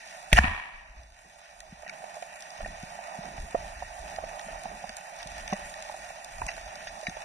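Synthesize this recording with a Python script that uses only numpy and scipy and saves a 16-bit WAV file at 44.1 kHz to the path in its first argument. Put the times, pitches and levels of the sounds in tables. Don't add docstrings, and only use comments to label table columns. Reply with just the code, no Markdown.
import sys
import numpy as np
from scipy import signal
from scipy.fft import rfft, irfft
from scipy.io import wavfile
from scipy.ndimage import uniform_filter1d

SR = 44100
rng = np.random.default_rng(int(sys.argv[2]) if len(sys.argv) > 2 else 0)


def store_wav(level_fs):
    pcm = np.round(np.clip(np.atleast_2d(level_fs), -1, 1) * 32767)
    wavfile.write(sys.argv[1], SR, pcm.T.astype(np.int16))


def linear_from_db(decibels):
    return 10 ** (np.asarray(decibels, float) / 20)


N = 319284
TIME = np.arange(N) / SR

# (time [s], wall level [dB], cavity level [dB], treble level [dB], contact [s])
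SHOT_BLOWS = [
    (.3287, -12, -17, -23, .0011),
    (.3324, -18, -24, -27, .0016),
    (.349, -28, -36, -38, .0027),
    (.3615, -18, -29, -32, .0028),
    (.3691, -18, -25, -31, .002),
    (.3765, -15, -21, -32, .0017),
    (.3815, -15, -15, -33, .001),
    (.3868, -11, -22, -29, .0011),
]
# (time [s], level [dB], pitch [Hz], contact [s], half phase gap between ports [rad])
CRACKS = [(.329, -14, 680, .0008, .7), (.329, -19, 4320, .0006, .55), (.3295, -20, 10200, .0005, .9),
          (.331, -27, 13300, .0012, 1.0), (.3296, 0, 2400, .00035, .45), (.3296, -11, 3500, .0006, .8),
          (.3315, -19, 1850, .0016, .2), (.3695, -17, 1834, .0021, .1), (.370, -17, 2900, .001, .5),
          (.376, -19, 720, .003, .3), (.382, -10, 1090, .0017, 1.3), (.3865, -12, 720, .0014, .6),
          (.387, -6, 1030, .0009, 1.46), (.3875, -16, 2700, .0008, .5), (.3858, -11, 1700, .0008, .27),
          (.388, -24, 5600, .0006, .5), (.3325, -22, 5800, .001, .5), (.388, -3, 1700, .0009, .27)]
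# (time [s], pitch [Hz], level [dB], 60 dB decay [s])
RECOIL = [(.332, 51, -8.5, 0.13), (.35, 100, -24, 0.06), (.3665, 64, -19, .1), (.389, 65, -15, 0.2),
          (.39, 33.6, -29, 0.4), (.3875, 208, -17, 0.05), (.3268, 170, -13, 0.03), (.44, 150, -26, 0.07),
          (.441, 235, -26, .06), (.477, 78, -25, 0.18), (.49, 35, -35, .25), (.51, 212, -38, .1),
          (.74, 26, -45.5, 0.46), (.9, 48.2, -47, .5), (.97, 57.7, -43, 0.52)]
# (time [s], level over the fizz [dB])
LINE_WHIPS = [(.434, -1), (.441, -3), (.450, 1), (.462, -2), (.479, 2), (.494, -2), (.512, -5), (.533, -2),
              (.547, 0), (.562, -2), (.575, -2), (.596, 1), (.622, -3), (.636, -3), (.655, -4)]
# (frequency [Hz], level [dB])
WAKE_COLOUR = [(88, -48), (150, -12.5), (491, -22), (680, -5), (978, -3), (1460, -10), (1870, 1.5),
               (2100, -11), (2310, -2.5), (3320, -16), (6020, -32), (6490, -40), (10100, -38), (13200, -51),
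               (14500, -77)]
# (frequency [Hz], width [Hz], level over the fizz [dB])
WAKE_RINGS = [(764, 70, -2), (974, 50, -1), (1140, 30, 0), (1690, 60, -3), (1870, 36, 1), (2280, 40, 0),
              (2540, 90, -4), (2840, 44, 0)]
# (time [s], ring level [dB], ring pitch [Hz], wall level [dB])
KNOCKS = [(1.833, -40.5, 627, -52), (1.864, -39, 703, -41), (2.041, -31, 676, -41), (2.168, -34, 680, -57),
          (2.225, -30, 690, -37), (2.606, -30.5, 664, -37.5), (2.66, -33, 653, -34), (2.99, -35, 730, -56),
          (3.379, -36, 735, -36.5), (3.5502, -16.5, 650, -44), (3.824, -26.5, 740, -53),
          (4.141, -35, 676, -52), (4.186, -27, 660, -37.5), (4.239, -29, 630, -43), (4.33, -36.5, 708, -44),
          (4.485, -32.5, 630, -51), (4.657, -29, 746, -43), (4.841, -30, 720, -45),
          (4.897, -39.5, 654, -40), (5.223, -39, 724, -40), (5.526, -23, 760, -31),
          (5.897, -29.5, 826, -48), (5.943, -31, 750, -54), (6.105, -37.5, 770, -53),
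          (6.4185, -23.5, 930, -33.5), (6.489, -32, 740, -32), (6.578, -34.5, 678, -37),
          (6.87, -38.5, 676, -42), (7.031, -33.5, 646, -52), (7.169, -32, 628, -39)]
# (time [s], level [dB], pitch [Hz], contact [s])
KNOCK_RINGS = [(1.868, -37.5, 1890, 0.0033), (1.896, -36, 2290, 0.0023), (2.648, -32.5, 1850, .003),
               (3.547, -19.5, 530, .0016), (3.548, -36, 1850, .0025), (3.547, -36, 330, .002),
               (3.557, -28, 600, 0.0019), (5.526, -28.5, 1044, 0.0022), (5.529, -36, 1950, .002),
               (5.531, -25, 680, .002), (5.5375, -28, 620, .0022), (5.534, -32, 6050, .0008),
               (5.534, -35, 1950, .001), (6.419, -33, 1600, 0.0015), (5.527, -35.5, 392, 0.0027),
               (6.416, -35.5, 420, 0.00076), (6.487, -31, 2684, .003), (6.482, -33, 1960, .002),
               (6.488, -28.5, 1960, 0.003), (6.416, -36, 2500, .0008), (6.472, -38, 1000, .0015),
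               (7.0692, -19.5, 2300, 0.0007), (7.0698, -25, 1856, 0.0018), (7.08, -35, 1830, .003),
               (7.07, -40, 4750, .002), (7.07, -39, 6050, .0015), (7.071, -40.5, 3920, 0.0045),
               (7.069, -33.5, 715, 0.0023)]
# (time [s], level [dB], pitch [Hz], contact [s])
BUMPS = [(1.726, -38.5, 182, 0.0035), (2.834, -32, 172, 0.0022), (2.917, -51, 171, 0.0049),
         (3.189, -33.5, 180, 0.0034), (3.384, -39, 125, 0.004), (3.546, -33, 241, 0.002),
         (4.268, -53, 150, 0.003), (4.468, -42.5, 186, 0.0031), (4.654, -44, 209, 0.0077),
         (4.841, -44, 193, 0.0044), (4.895, -47, 207, 0.0052), (5.001, -55, 173, 0.0067),
         (5.259, -40.5, 153, 0.0033), (5.527, -25, 198, 0.0055), (6.112, -56, 163, 0.004),
         (6.414, -52, 102, 0.0024), (6.464, -41, 164, 0.0033), (7.085, -29, 182, 0.0025)]
# (time [s], wall level [dB], treble level
# [dB], contact [s])
RATTLES = [(1.885, -42, -51, 0.0043), (6.484, -35, -39, 0.006), (6.514, -38, -42, .002),
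           (6.505, -42, -40, .001), (5.5, -40.5, -45, 0.0065), (5.2, -41.5, -48, 0.0082),
           (.317, -36, -39, .001), (.322, -33, -45, .003), (5.53, -38, -42.5, 0.0041),
           (.342, -30, -38, 0.011), (6.875, -41, -42, 0.0068), (.372, -19, -30.5, 0.007)]
# (time [s], level [dB], contact [s])
RUBS = [(1.25, -59, 0.019), (2.62, -49, 0.022), (2.68, -52, .015), (4.12, -52, .015), (4.5, -53, .015),
        (3.25, -44, 0.024), (3.33, -49, .02), (4.22, -52.5, 0.022), (4.71, -48.5, 0.022),
        (7.09, -52, 0.011)]
# (time [s], treble level [dB], wall level [dB], top level [dB])
SNAPS = [(1.033, -45, -58, -61), (1.6036, -35.5, -41, -42), (1.8783, -44, -36, -54),
         (1.8952, -35, -27, -46), (2.2232, -40.5, -44, -49), (2.4057, -39, -56, -40),
         (2.423, -36, -42, -49), (2.5043, -37, -51, -55), (2.8265, -40, -44, -50), (4.161, -36, -38, -58),
         (4.3936, -36, -35, -49), (4.412, -40, -43, -57), (4.4755, -44, -41, -57), (4.635, -43, -46, -42),
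         (4.8924, -31.5, -33, -45), (4.9675, -36, -44, -33), (5.2284, -33, -47, -47),
         (5.2723, -35, -52, -42), (5.4776, -30, -29.5, -47), (5.521, -34, -37, -50),
         (5.5325, -34, -34, -46), (5.74, -36, -37, -55), (5.8236, -35, -34, -39), (6.245, -33.5, -49, -36),
         (6.465, -33.5, -33.5, -33.5), (6.7547, -35.5, -50, -48), (6.8713, -35, -33, -52),
         (7.0683, -34.5, -22.5, -56), (7.0952, -34, -37, -55), (7.2195, -40, -32.5, -51)]
# (time [s], peak level [dB], rise over 20 dB [s], fall over 20 dB [s])
SURGES = [(.02, -67, .3, 0.54), (.345, -23.5, 0.019, 0.17), (1.03, -53.5, 0.53, 0.46),
          (1.71, -56, 0.32, 0.28), (2.63, -44, 0.057, 0.39), (3.43, -35.5, 0.15, 0.082),
          (3.57, -43, .07, .65), (4.01, -44, 0.08, 0.21), (4.23, -46, 0.21, 0.15),
          (4.55, -45.5, 0.14, 0.082), (4.68, -47, 0.044, 0.16), (4.88, -57, .06, .22),
          (5.3, -47.5, 0.17, 0.67), (5.66, -53, .4, .17), (5.93, -58.5, .13, 1), (6.43, -39, 0.15, 0.11),
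          (6.68, -54, .7, .11), (6.94, -50, 0.21, 0.051), (7.08, -52, .1, .7)]
# (time [s], level over still water [dB])
STIR = [(0, 0), (.3, 0.5), (.9, 3), (1.13, 2), (1.71, 1), (2.05, 7.5), (2.49, 4), (2.82, 5.5), (3.35, 5),
        (3.9, 4), (4.26, 7), (4.87, 4), (5.44, 4), (5.79, 7), (5.95, 2.5), (6.5, 3.5), (7.08, 3), (7.24, 5)]
SHELL = [(180, 76.5, -2, 45), (335, 273, -10.5, 76), (668.3, 166.4, 2.5, 63.7), (792, 233, 0.5, 88),
         (720, 377, -8.5, 154.5), (1130, 360, -6, 118.7), (1564, 360, -3, 52), (1861, 189, 4, 53),
         (1800, 830, -7.5, 152), (2378, 477, -3.5, 16), (2480, 575, -2.5, 98.5), (2900, 626, -10, 27),
         (3550, 460, 3.5, 129), (3780, 747, 1.5, 53), (4760, 740, 4, 134), (5116, 1120, -1.5, 74),
         (5920, 970, 4.5, 31), (6720, 480, -2.5, 140), (7200, 1200, -9, 75), (8290, 450, -6.5, 18),
         (9120, 490, -7, 96), (9360, 320, -8, 144), (9740, 1320, -10.5, 62), (10800, 900, -24, 400),
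         (11400, 730, -21, 61), (12100, 550, -17, 134), (13150, 1050, -21, 33), (14700, 490, -23, 104)]
GROUP_TOP_HZ = (420, 1330, 3250, 6600)
GROUP_RING_S = (.008, .004, .002, .0008, .0006)
BOTTOM, CAVITY, WALL, TREBLE, TOP = range(5)

SHOT_S = .33
KNOCK_CYCLES = 1.474
WAKE_START_S, WAKE_PEAK_S, WAKE_START_DB, WAKE_PEAK_DB, WAKE_FADE_DB_S = .39, 0.44, -33, -30, 52
GAIN_DIP_DB, GAIN_HOLD_S, GAIN_RECOVER_S = -13.5, 0.62, 0.99
# level of still water [dB], dB gained per dB of stirring, crackle level [dB]
STILL_DB, STIR_SHARE = (-69, -50.5, -51, -57, -61.5), (1.13, 1.006, 0.28, 0.12, 0.14)
CRACKLE_PER_S, CRACKLE_DB = 350, (-9.5, -9.5, -7.5, -5.5, -4)


def push(contact):
    t = np.arange(int(9 * contact * SR)) / SR / contact
    return t * np.exp(1 - t)


def add_blow(power, group, s, db, contact):
    contact = max(contact, 1e-4)
    ring = GROUP_RING_S[group]
    i = int((s - 0.5 * contact - 0.35 * ring) * SR)
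    shape = linear_from_db(db) ** 2 * (1 + ring / contact / 2) * push(contact) ** 2 / 3
    power[group, i:i + len(shape)] += shape[:N - i]


def shot(power):
    for s, wall, cavity, treble, contact in SHOT_BLOWS:
        add_blow(power, CAVITY, s, cavity - 4, contact)
        add_blow(power, WALL, s, wall - 4, contact)
        add_blow(power, TREBLE, s, treble - 4, contact)
        add_blow(power, TOP, s, treble - 3.7, contact)
    echo = np.where(TIME > SHOT_S, linear_from_db(-47 - 60 * np.abs(TIME - SHOT_S) / 0.7), 0)
    power[TREBLE:] += echo ** 2


def pings():
    rows = [(s, db, hz, KNOCK_CYCLES / hz, -5.5 + 0.08 * (db + 24)) for s, db, hz, _ in KNOCKS]
    rows += [(*row, 0) for row in BUMPS]
    rows = [(*row, gap * row[2] / 2400) for row, gap in zip(rows, rng.standard_normal(len(rows)))]
    rows += [(s, db, hz, contact, 0, gap) for s, db, hz, contact, gap in CRACKS]
    rows += [(*row, 0, 0.45) for row in KNOCK_RINGS]
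    out = np.zeros((2, N))
    side = np.array([[1], [-1]])
    for s, db, hz, contact, pan, gap in rows:
        shape = push(max(contact, 3e-4))
        phase = 2 * np.pi * hz * np.arange(len(shape)) / SR + side * gap
        ping = linear_from_db(db + side * pan / 2) * shape * np.sin(phase)
        i = int((s - .5 * contact) * SR)
        out[:, i:i + len(shape)] += ping[:, :N - i]
    return out


def body():
    swirl_band = signal.butter(2, [20, 60], "bandpass", fs=SR, output="sos")
    swirl = signal.sosfilt(swirl_band, rng.standard_normal(N))
    out = swirl / swirl.std() * linear_from_db(surges() + 2.3 * walk(14))
    for start, hz, db, t60 in RECOIL:
        t = np.maximum(TIME - start, 0)
        out = out - linear_from_db(db - 60 * t / t60) * np.sin(2 * np.pi * hz * t)
    return out


def wake():
    hz, db = np.transpose(WAKE_COLOUR)
    bins = np.arange(1, SR // 2 + 2)
    colour = linear_from_db(np.interp(np.log(bins), np.log(hz), db))
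    rings = sum(linear_from_db(db) / (1 + (2 * (bins - hz) / width) ** 2) for hz, width, db in WAKE_RINGS)
    colour = colour * (1 + rings)

    swell = np.interp(TIME, (WAKE_START_S, WAKE_PEAK_S), (WAKE_START_DB, WAKE_PEAK_DB), left=-120)
    fade = WAKE_FADE_DB_S * np.maximum(TIME - WAKE_PEAK_S, 0)
    lull = -1 * (TIME < .43)
    gain = linear_from_db(swell - fade + 1.9 * walk(150) + lull)
    whip_s, whip_db = np.transpose(LINE_WHIPS)
    late = np.maximum(TIME - whip_s[:, None], 0)[:, :SR] / .0015
    gain = gain[:SR] * (.9 + linear_from_db(whip_db) @ (late * np.exp(1 - late)))

    ceps = irfft(np.log(colour))
    ceps[1:SR // 2] *= 2
    ceps[SR // 2 + 1:] = 0
    bursts = rng.standard_normal((2, SR)) * gain
    fizz = irfft(rfft(bursts) * np.exp(rfft(ceps))) / np.sqrt(np.mean(colour ** 2))
    return np.pad(fizz, ((0, 0), (0, N - SR)))


def gear(power):
    for s, cavity, hz, wall in KNOCKS:
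        add_blow(power, CAVITY, s, cavity - 7, KNOCK_CYCLES / hz)
        add_blow(power, WALL, s, wall - 2.5, KNOCK_CYCLES / hz)
    for s, wall, treble, contact in RATTLES:
        add_blow(power, WALL, s, wall, contact)
        add_blow(power, TREBLE, s, treble, contact)
    for s, db, contact in RUBS:
        add_blow(power, BOTTOM, s, db, contact)


def shrimp_snaps(power):
    contact = 0.00093
    for s, treble, wall, top in SNAPS:
        add_blow(power, WALL, s, wall - 3, contact)
        add_blow(power, TREBLE, s, treble - 2.5, contact)
        add_blow(power, TOP, s, top - 1.5, contact)


def blows():
    power = np.zeros((5, N))
    shot(power)
    gear(power)
    shrimp_snaps(power)
    return power


def shell(power):
    out, spread = np.zeros((5, 2, N)), np.zeros(5)
    for hz, width, db, angle in SHELL:
        group = np.searchsorted(GROUP_TOP_HZ, hz)
        band = signal.butter(3, [hz - width / 2, hz + width / 2], "bandpass", fs=SR, output="sos")
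        shake = np.sqrt(power[group]) * rng.choice([-1., 1.], N)
        ports = np.array([np.cos(np.radians(angle)), np.sin(np.radians(angle))])
        out[group] += linear_from_db(db) * np.outer(ports, signal.sosfilt(band, shake))
        spread[group] += linear_from_db(db) ** 2 * ports.mean() ** 2 * 2 * width / SR
    return np.tensordot(spread ** -.5, out, 1)


def surges():
    s, db, rise, fall = np.transpose(SURGES)[:, :, None]
    t = TIME[::64]
    each = db - 20 * np.maximum((s - t) / rise, (t - s) / fall)
    return np.repeat(np.maximum(each.max(0), -71), 64)[:N]


def walk(rate):
    k = int(SR / rate)
    steps = np.repeat(rng.standard_normal(N // k + 1), k)
    return 1.09 * uniform_filter1d(uniform_filter1d(steps, k), k)[:N]


def crackle():
    chance = rng.random((int(CRACKLE_PER_S * N / SR), 2))
    size_db = np.minimum(-3.5 * np.log(1 - chance[:, 1]), 16)
    snaps = np.zeros(N)
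    snaps[(chance[:, 0] * N).astype(int)] = linear_from_db(size_db) ** 2
    smear = signal.lfilter([1], [1, -np.exp(-1 / (0.0011 * SR))], snaps)
    return smear / smear.mean()


def background():
    since = TIME - SHOT_S
    recovery = np.exp(-np.maximum(since - GAIN_HOLD_S, 0) / GAIN_RECOVER_S)
    gain = np.where(since > 0, GAIN_DIP_DB * recovery, 0)
    stir = np.interp(TIME, *np.transpose(STIR))
    curves = [db + gain + share * stir for db, share in zip(STILL_DB, STIR_SHARE)]
    bottom = linear_from_db(curves[BOTTOM]) ** 2 + linear_from_db(surges() - 18.5) ** 2
    curves[BOTTOM] = 10 * np.log10(bottom) + 3 * walk(25)
    shared_grains, swell = crackle(), 0.75 * walk(14)
    power = []
    for curve, db in zip(curves, CRACKLE_DB):
        level = linear_from_db(curve + swell + 1.57 * walk(25)) ** 2
        grains = 0.85 * shared_grains + 0.44 * crackle()
        power.append(level * (0.68 + linear_from_db(db) ** 2 * grains))
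    return np.array(power)


def scene():
    return shell(background() + blows()) + pings() + wake() + body()


def starve(x, under_db):
    turn = np.array([[1, 1], [1, -1]]) / np.sqrt(2)
    z = signal.stft(turn @ x, nperseg=2048)[2]
    power = uniform_filter1d(np.abs(z) ** 2, size=10, axis=1)[:, 5::10].repeat(10, axis=1)
    around = uniform_filter1d(power.sum(0), size=120, axis=0)
    whim = uniform_filter1d(rng.standard_normal(power[:, ::10].shape), size=4, axis=2)
    need = under_db + 5 * whim.repeat(10, axis=1)
    need[:, 490:] += 3.5
    faint = power < linear_from_db(need) ** 2 * around
    faint[:, :, 13:19] = False
    faint[:, :200, 19:36] = False
    faint[:, :140] = False
    faint[:, 695:] = True
    z[:, :faint.shape[1]][faint] *= .02
    return turn @ signal.istft(z, nperseg=2048)[1][:, :N]


def band_limit(x):
    return signal.sosfilt(signal.butter(12, 14970, fs=SR, output="sos"), x)


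def record(dry):
    mix = starve(np.tanh(dry), under_db=-9)
    return band_limit(mix)


dry = scene()
out = record(dry)
store_wav(out)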